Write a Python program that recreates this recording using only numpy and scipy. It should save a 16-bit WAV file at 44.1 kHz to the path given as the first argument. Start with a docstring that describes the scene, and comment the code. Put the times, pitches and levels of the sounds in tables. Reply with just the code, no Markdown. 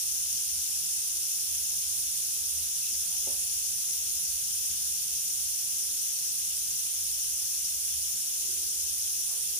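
"""Pressure cooker venting, small kitchen, close

A pressure cooker on a stove vents a steady jet of steam, close to two microphone ports: noise, coloured at
each port by its own cavity resonance and by its own reflections from lid, stove and wall.
Far below the hiss: a low rumble (noise in the room's modes), brief rustles (puffs of band noise), a dull knock
with its bounces (decaying sines and a diffuse tail) and a faint drone (narrow noise wandering in pitch)."""
import sys
import numpy as np
from scipy import signal
from scipy.fft import rfft, irfft, next_fast_len
from scipy.io import wavfile

SR = 44100
rng = np.random.default_rng(int(sys.argv[2]) if len(sys.argv) > 2 else 0)


def log_audio(samples):
    """Write samples as a 16-bit WAV file to the path given in sys.argv[1]."""
    # one column per channel
    frames = np.atleast_2d(samples).T
    # limit to full scale, then quantise
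    limited = np.clip(frames, -1, 1)
    pcm = np.round(limited * 32767).astype(np.int16)
    wavfile.write(sys.argv[1], SR, pcm)


N = 422919
FFT_SIZE = next_fast_len(N)
HZ = np.arange(FFT_SIZE // 2 + 1) * SR / FFT_SIZE + 1e-3   # kept just above zero for the logarithm


def from_db(db):
    """Decibels to gain."""
    return 10 ** (np.asarray(db) / 20)


def rms_one(x):
    """Scale to rms 1, all channels together."""
    return x / np.sqrt(np.mean(x ** 2) + 1e-20)


def in_time(rows):
    """Columns of a curve table, one value per sample."""
    s, *columns = np.transpose(rows)
    return [np.interp(np.arange(N) / SR, s, column) for column in columns]


def at_hz(points):
    """A spectrum table on the frequency grid, straight lines over log frequency."""
    hz, value = np.array(points).T
    return np.interp(np.log(HZ), np.log(hz), value)


def drift(corner_hz):
    """Slow random curve of rms 1: noise through two equal low-pass poles."""
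    step = 40   # samples between computed points
    pole = np.exp(-2 * np.pi * corner_hz * step / SR)
    noise = rng.standard_normal(N // step + 2002)
    slow = signal.lfilter([1], [1, -2 * pole, pole ** 2], noise)[2000:]   # settled part only
    return np.interp(np.arange(N) / step, np.arange(len(slow)), rms_one(slow))


def resonance(x, hz, width):
    """Two-pole resonance of gain 1 on top."""
    r = np.exp(-np.pi * width / SR)
    zeros = np.array([1, 0, -1]) * (1 - r * r) / 2
    poles = [1, -2 * r * np.cos(2 * np.pi * hz / SR), r * r]
    return signal.lfilter(zeros, poles, x)


def double_resonance(x, hz, width):
    """The same resonance twice in a row, for steeper sides."""
    return resonance(resonance(x, hz, width), hz, width)


def at_ports(mid, side, side_gain):
    """Left and right port: a common part, and a side part of opposite sign."""
    return mid + side_gain * side * [[1], [-1]]


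def port(colour, ripple, echo_db=-29, last_echo_s=.03):
    """Response of one port to the jet: colour, ripple, a comb of weak kitchen echoes, bass falling below 190 Hz."""
    db = at_hz(colour)
    for hz, width, gain_db in ripple:
        db = db + gain_db / (1 + (2 * (HZ - hz) / width) ** 2)
    lags = rng.uniform(.003, last_echo_s, size=12)
    echoes = sum(np.exp(-2j * np.pi * HZ * lag) for lag in lags)
    bass_cut = 1 / np.sqrt(1 + (190 / HZ) ** 4)
    return from_db(db) * (1 + from_db(echo_db) * echoes) * bass_cut


# level of the jet at each port: t/s, left level/dB, right level/dB
JET_LEVEL = [(0.0, -30, -29), (9.59, -30.5, -29.5)]
# broad colour of the jet at each port, before the level is set: f/Hz, relative level/dB per Hz
LEFT_COLOUR = [(200, -30), (500, -34), (1000, -33.5), (1900, -30), (2600, -12), (4300, -16.5), (5700, -2.5),
               (6800, -4), (7700, -17), (8800, -17), (10300, -14), (12500, -13), (14000, -13.5),
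               (15200, -20)]
RIGHT_COLOUR = [(200, -31), (500, -34.5), (1000, -36), (1900, -35.5), (2600, -21.5), (4300, -20.5),
                (5700, -10), (6800, -14.5), (7700, -12.5), (8800, 3.5), (10300, -10), (12500, -12.5),
                (14000, -6), (15200, -22)]
# peaks and notches from the cavity and nearby reflections: f/Hz, width/Hz, level/dB
LEFT_PEAKS_AND_NOTCHES = [(842, 60, 3.0), (1554, 236, 2.5), (2085, 70, 3), (2427, 499, -9.0),
                          (2340, 150, 1.5), (2450, 60, -1.5), (2870, 70, 1.5), (3400, 200, 1.2),
                          (3950, 50, -1.8), (4640, 50, -2), (4755, 40, -1.8), (5100, 40, -2.2),
                          (14850, 150, -2), (15270, 150, -2.5), (2570, 120, 1.5), (2735, 471, -5.5),
                          (4547, 499, 8.9), (4633, 335, -9.0), (5745, 145, 2.2), (5765, 40, 1.5),
                          (6500, 194, 2.7), (7299, 499, 3.8), (7994, 402, 5.4), (9376, 258, 3.3),
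                          (9644, 136, 3.9), (10461, 188, -2.7), (11044, 300, -3.3), (11473, 106, -4.2),
                          (11722, 237, 3.1), (11909, 499, -3.9), (14174, 341, -4.1), (14629, 499, 8.6),
                          (15070, 299, 9.0)]
RIGHT_PEAKS_AND_NOTCHES = [(1604, 499, 4.6), (2200, 100, -1.5), (445, 50, -1.5), (3700, 70, -1.5),
                           (3800, 70, 1.5), (4360, 40, -1.8), (6120, 60, -2), (14850, 400, 3.2),
                           (15090, 80, 2.5), (3080, 257, -5.0), (3518, 355, 9.0), (3573, 499, -8.6),
                           (4390, 217, -6.4), (5732, 499, -6.9), (6178, 341, -3.6), (6933, 85, 2.3),
                           (8232, 238, -4.3), (8513, 338, -8.1), (8857, 337, -6.8), (9478, 45, 2),
                           (9667, 45, 2), (9861, 48, 2.5), (10201, 442, 9.0), (10484, 60, -2.2),
                           (10748, 110, 3.3), (11242, 311, 6.2), (11675, 296, 4.2), (12152, 232, 3.2),
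                           (13671, 499, -3.4), (14037, 281, -6.2), (15050, 244, 4.5)]
# likeness of the hiss at the two ports: f/Hz, likeness/0-1
PORT_LIKENESS = [(200, .6), (550, .6), (1000, .2), (1600, .5), (2250, .2), (2700, .7), (3100, .15),
                 (4500, .3), (6500, .5), (8400, .25), (10800, .45), (13300, .46), (15200, .35)]
# phase of the common hiss, right port ahead of left: f/Hz, phase/rad
RIGHT_PHASE_LEAD = [(200, 0), (3000, -.2), (3500, 1.2), (4600, 2.8), (5800, 1.9), (6100, 3.5), (7100, 4.3),
                    (7400, 5.9), (8300, 5), (9000, 4.4), (11800, 4.2), (12000, 5.2), (12200, 7.8),
                    (12700, 9.5), (13800, 10), (14050, 11.7), (14500, 10.2), (15200, 13)]


def steam(shared_db, own_db, slow_db):
    """Smooth jet noise, partly alike at both ports; its bands flicker a little together and a little alone."""
    alike = np.clip(at_hz(PORT_LIKENESS), 0, 1)
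    common, other = rfft(rng.standard_normal((2, FFT_SIZE)))
    right_noise = alike * common * np.exp(1j * at_hz(RIGHT_PHASE_LEAD)) + np.sqrt(1 - alike ** 2) * other
    left = common * port(LEFT_COLOUR, LEFT_PEAKS_AND_NOTCHES)
    right = right_noise * port(RIGHT_COLOUR, RIGHT_PEAKS_AND_NOTCHES)
    both = np.array([left, right])

    flow = drift(11.0)
    out = np.zeros((2, N))
    band_place = np.clip(HZ / 750 - 1, 0, 19)   # band centres every 750 Hz
    for k in range(20):
        share = np.clip(1 - abs(band_place - k), 0, 1)   # overlapping bands that add up to the whole
        depth = min(1, (k + 1) / 4)   # the lows come back from the room and are smoother
        flicker_db = depth * (shared_db * flow + own_db * drift(24.6) + slow_db * drift(1.0))
        out += irfft(both * share, FFT_SIZE)[:, :N] * from_db(flicker_db)
    return np.array([rms_one(ch) * from_db(db) for ch, db in zip(out, in_time(JET_LEVEL))])


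RUMBLE_LUMP_DB, RUMBLE_LUMP_CORNER_HZ = 0.6, 3.5   # the modes swell and sink, partly together
RUMBLE_UPPER_DB = 1.56   # the surges and the upper modes add this to the mean level
# level of the lowest rumble, before that addition and the port balance: t/s, level/dB
RUMBLE_LEVEL = [(0, -63.5), (.35, -61.5), (1.2, -62), (1.36, -71), (1.52, -58.5), (2.35, -61.5), (2.6, -57),
                (2.9, -62.5), (3.2, -57.5), (3.6, -60), (3.9, -63), (4.15, -59), (5.3, -59.5), (6.05, -68),
                (6.6, -60.5), (6.8, -67), (7.15, -58.5), (7.45, -65.5), (7.7, -62), (7.98, -59.5),
                (8.15, -65.5), (8.6, -62), (8.78, -63), (9.2, -63), (9.32, -65), (9.59, -60)]
# room modes the rumble stands in: f/Hz, width of each of two passes/Hz, relative level/dB,
# share of the level's swing/0-1
RUMBLE_MODES = [(32.6, 15, -12, .6), (60.9, 11, -1.5, 1.0), (76.7, 8.5, 2, 1.0), (97, 21, -9.5, .8),
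                (124.3, 23, -10, 0.4), (157.2, 16.5, -5, .4), (189, 32, -12.5, 0.5)]


def rumble(side_db, side_rise_db):
    """Noise standing in the room's low modes, nearly alike at both ports, less so in the higher modes."""
    out = 0
    surge = drift(RUMBLE_LUMP_CORNER_HZ)
    level_db = in_time(RUMBLE_LEVEL)[0]
    mean_db = level_db.mean()
    for hz, width, db, follows in RUMBLE_MODES:
        mid, side = double_resonance(rng.standard_normal((2, N)), hz, width) / np.sqrt(width)
        apart = from_db(side_db + side_rise_db * max(0, np.log2(hz / 76)))   # rise per octave above 76 Hz
        lumps_db = RUMBLE_LUMP_DB * (surge + drift(RUMBLE_LUMP_CORNER_HZ))
        swing_db = follows * (level_db - mean_db)
        out = out + from_db(db + swing_db + lumps_db) * at_ports(mid, side, apart)
    balance = from_db([[.7], [-.7]])   # slightly stronger at the left port
    return from_db(mean_db + RUMBLE_UPPER_DB) * rms_one(out) * balance


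# soft puffs of noise: t/s, length/s, centre f/Hz, width of each of two passes/Hz,
# level at the height of the puff before the side part joins/dB
RUSTLE_PUFFS = [(1.121, .11, 330, 300, -65), (1.68, .12, 700, 600, -64), (2.79, .15, 2690, 350, -50.5),
                (2.88, 0.1, 220, 160, -61), (3.04, 0.19, 780, 400, -63.5), (3.848, .14, 350, 300, -66),
                (5.739, .3, 247, 250, -65.5), (9.234, .2, 500, 1200, -60.5), (8.25, .48, 330, 200, -68),
                (9.3, .28, 420, 300, -71)]


def rustle(side_db):
    """Soft puffs of noise, each in one resonant band under a rounded swell."""
    out = np.zeros((2, N))
    for s, length, hz, width, db in RUSTLE_PUFFS:
        count, start = round(length * SR), round(s * SR)
        noise = double_resonance(rng.standard_normal((2, SR // 2)), hz, width)
        mid, side = rms_one(noise[:, -count:])   # the settled end
        puff = at_ports(mid, side, from_db(side_db)) * np.hanning(count)
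        out[:, start:start + count] += from_db(db) * puff
    return out


def early_height(x):
    """Height of a sine as strong as the first 30 ms."""
    return np.sqrt(2 * np.mean(x[:, :round(.03 * SR)] ** 2))


BOUNCE_S, BOUNCE_LOSS_DB = .027, 6   # mean spacing and loss of each of four bounces
KNOCK_DULL_HZ, BOUNCE_DULLING = 760, .95   # corner of the first touch, its factor per bounce
# a dull knock, height of its first 30 ms taken as a sine: t/s, level/dB
KNOCK_TIMES = [(3.264, -44.5)]
# ring of the knocked thing, before dulling and chance: f/Hz, relative level/dB, t60/s
KNOCK_RING = [(178, -10, .15), (264, -6, 0.17), (375.5, 2.5, 0.11), (480, -7, 0.3), (551, 4.5, 0.11),
              (600, -3, .09), (640, -0.5, 0.13), (730, 1, 0.1), (817, 2, 0.06), (866, 5, 0.07),
              (1357, 6, .1)]


def knocks(contact_s):
    """Each touch is a soft rounded push into the same ringing modes; bounces are weaker and duller."""
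    out = np.zeros((2, N))
    t = np.arange(SR // 2) / SR
    push = np.hanning(round(contact_s * SR))
    touches = []
    for s, db in KNOCK_TIMES:
        for k in range(5):
            unevenness = rng.uniform(-0.138, 0.148) * (k > 0)   # in bounce spacings
            dull_hz = KNOCK_DULL_HZ * BOUNCE_DULLING ** k
            touches.append((s + BOUNCE_S * (k + unevenness), db - BOUNCE_LOSS_DB * k, dull_hz))
    for s, db, dull_hz in touches:
        sound = 0
        for hz, level_db, t60 in KNOCK_RING:
            shape = np.convolve(from_db(-60 * t / t60), push)[:len(t)]   # swells while the contact lasts
            chance_db = rng.normal(0, 1.6, (2, 1))   # its own at each port
            strength = from_db(level_db + chance_db) / (1 + (hz / dull_hz) ** 4)
            sound = sound + strength * shape * np.sin(2 * np.pi * (hz * t + rng.random()))
        start = round(s * SR)
        out[:, start:start + len(t)] += from_db(db) * sound / early_height(sound)
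    return out


KNOCK_ROOM_DB, KNOCK_ROOM_T60_S = -9, 0.84   # start of the tail relative to the knock
KNOCK_ROOM_HZ, KNOCK_ROOM_WIDTH_HZ = 540, 560   # width of each of two passes


def knock_tail():
    """The room answers each knock with dull diffuse noise that dies away, its own at each port."""
    t = np.arange(N) / SR
    envelope = 0
    for s, db in KNOCK_TIMES:
        decay = from_db(db + KNOCK_ROOM_DB - 60 * np.abs(t - s) / KNOCK_ROOM_T60_S)
        onset = np.clip((t - s) / .015, 0, 1)   # silent before the knock, 15 ms rise
        envelope = envelope + decay * onset
    noise = double_resonance(rng.standard_normal((2, N)), KNOCK_ROOM_HZ, KNOCK_ROOM_WIDTH_HZ)
    return rms_one(noise) * envelope


DRONE_WANDER_HZ, DRONE_FLUTTER_DB = 10, 3   # rms of the random pitch and level
# overlapping swells of the faint drone: start t/s, rise/s, hold/s, fall/s, middle f/Hz,
# level before flutter and side part/dB
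DRONE_SWELLS = [(8.25, .15, .2, .12, 311.5, -71.5), (8.28, .2, .27, .15, 388, -66.5),
                (8.702, 0.085, 0.11, .15, 346, -67), (9.13, 0.048, 0.053, .06, 370, -65),
                (9.3, 0.046, .12, .1, 468, -71), (9.3, 0.27, .2, .1, 388, -64.5),
                (8.2, .25, .35, .25, 250, -77), (8.38, .06, .08, .08, 345, -71),
                (8.9, .04, .07, .1, 375, -69)]


def drone(width_hz, side_db):
    """Slow noise turned up to a wandering pitch makes narrow bands that swell in from afar."""
    out = 0
    t = np.arange(N) / SR
    low_pass = signal.butter(2, width_hz, fs=SR, output="sos")
    for s, rise, hold, fall, hz, db in DRONE_SWELLS:
        end = s + rise + hold + fall
        swell = np.clip(np.minimum((t - s) / rise, (end - t) / fall), 0, 1)
        slow = signal.sosfilt(low_pass, rng.standard_normal((2, 2, N)))
        phase = 2 * np.pi * np.cumsum(hz + DRONE_WANDER_HZ * drift(2.5)) / SR
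        mid, side = rms_one(slow[0] * np.cos(phase) + slow[1] * np.sin(phase))
        flutter = from_db(db + DRONE_FLUTTER_DB * drift(5.5))
        out = out + at_ports(mid, side, from_db(side_db)) * swell * flutter
    return out


def scene():
    """Steam over the faint sounds of the room."""
    hiss = steam(shared_db=0.09, own_db=1.06, slow_db=0.22)
    low = rumble(side_db=-20.0, side_rise_db=6.5)
    knocking = knocks(contact_s=0.014) + knock_tail()
    return hiss + low + rustle(side_db=-5) + knocking + drone(width_hz=27, side_db=-7)


CUTOFF_HZ = 15450


def record(dry):
    """A steep elliptic low-pass ends the sound at 15450 Hz."""
    low_pass = signal.ellip(14, .3, 80, CUTOFF_HZ, fs=SR, output="sos")   # .3 dB ripple, 80 dB down
    return signal.sosfilt(low_pass, dry)


dry = scene()
out = record(dry)
log_audio(out)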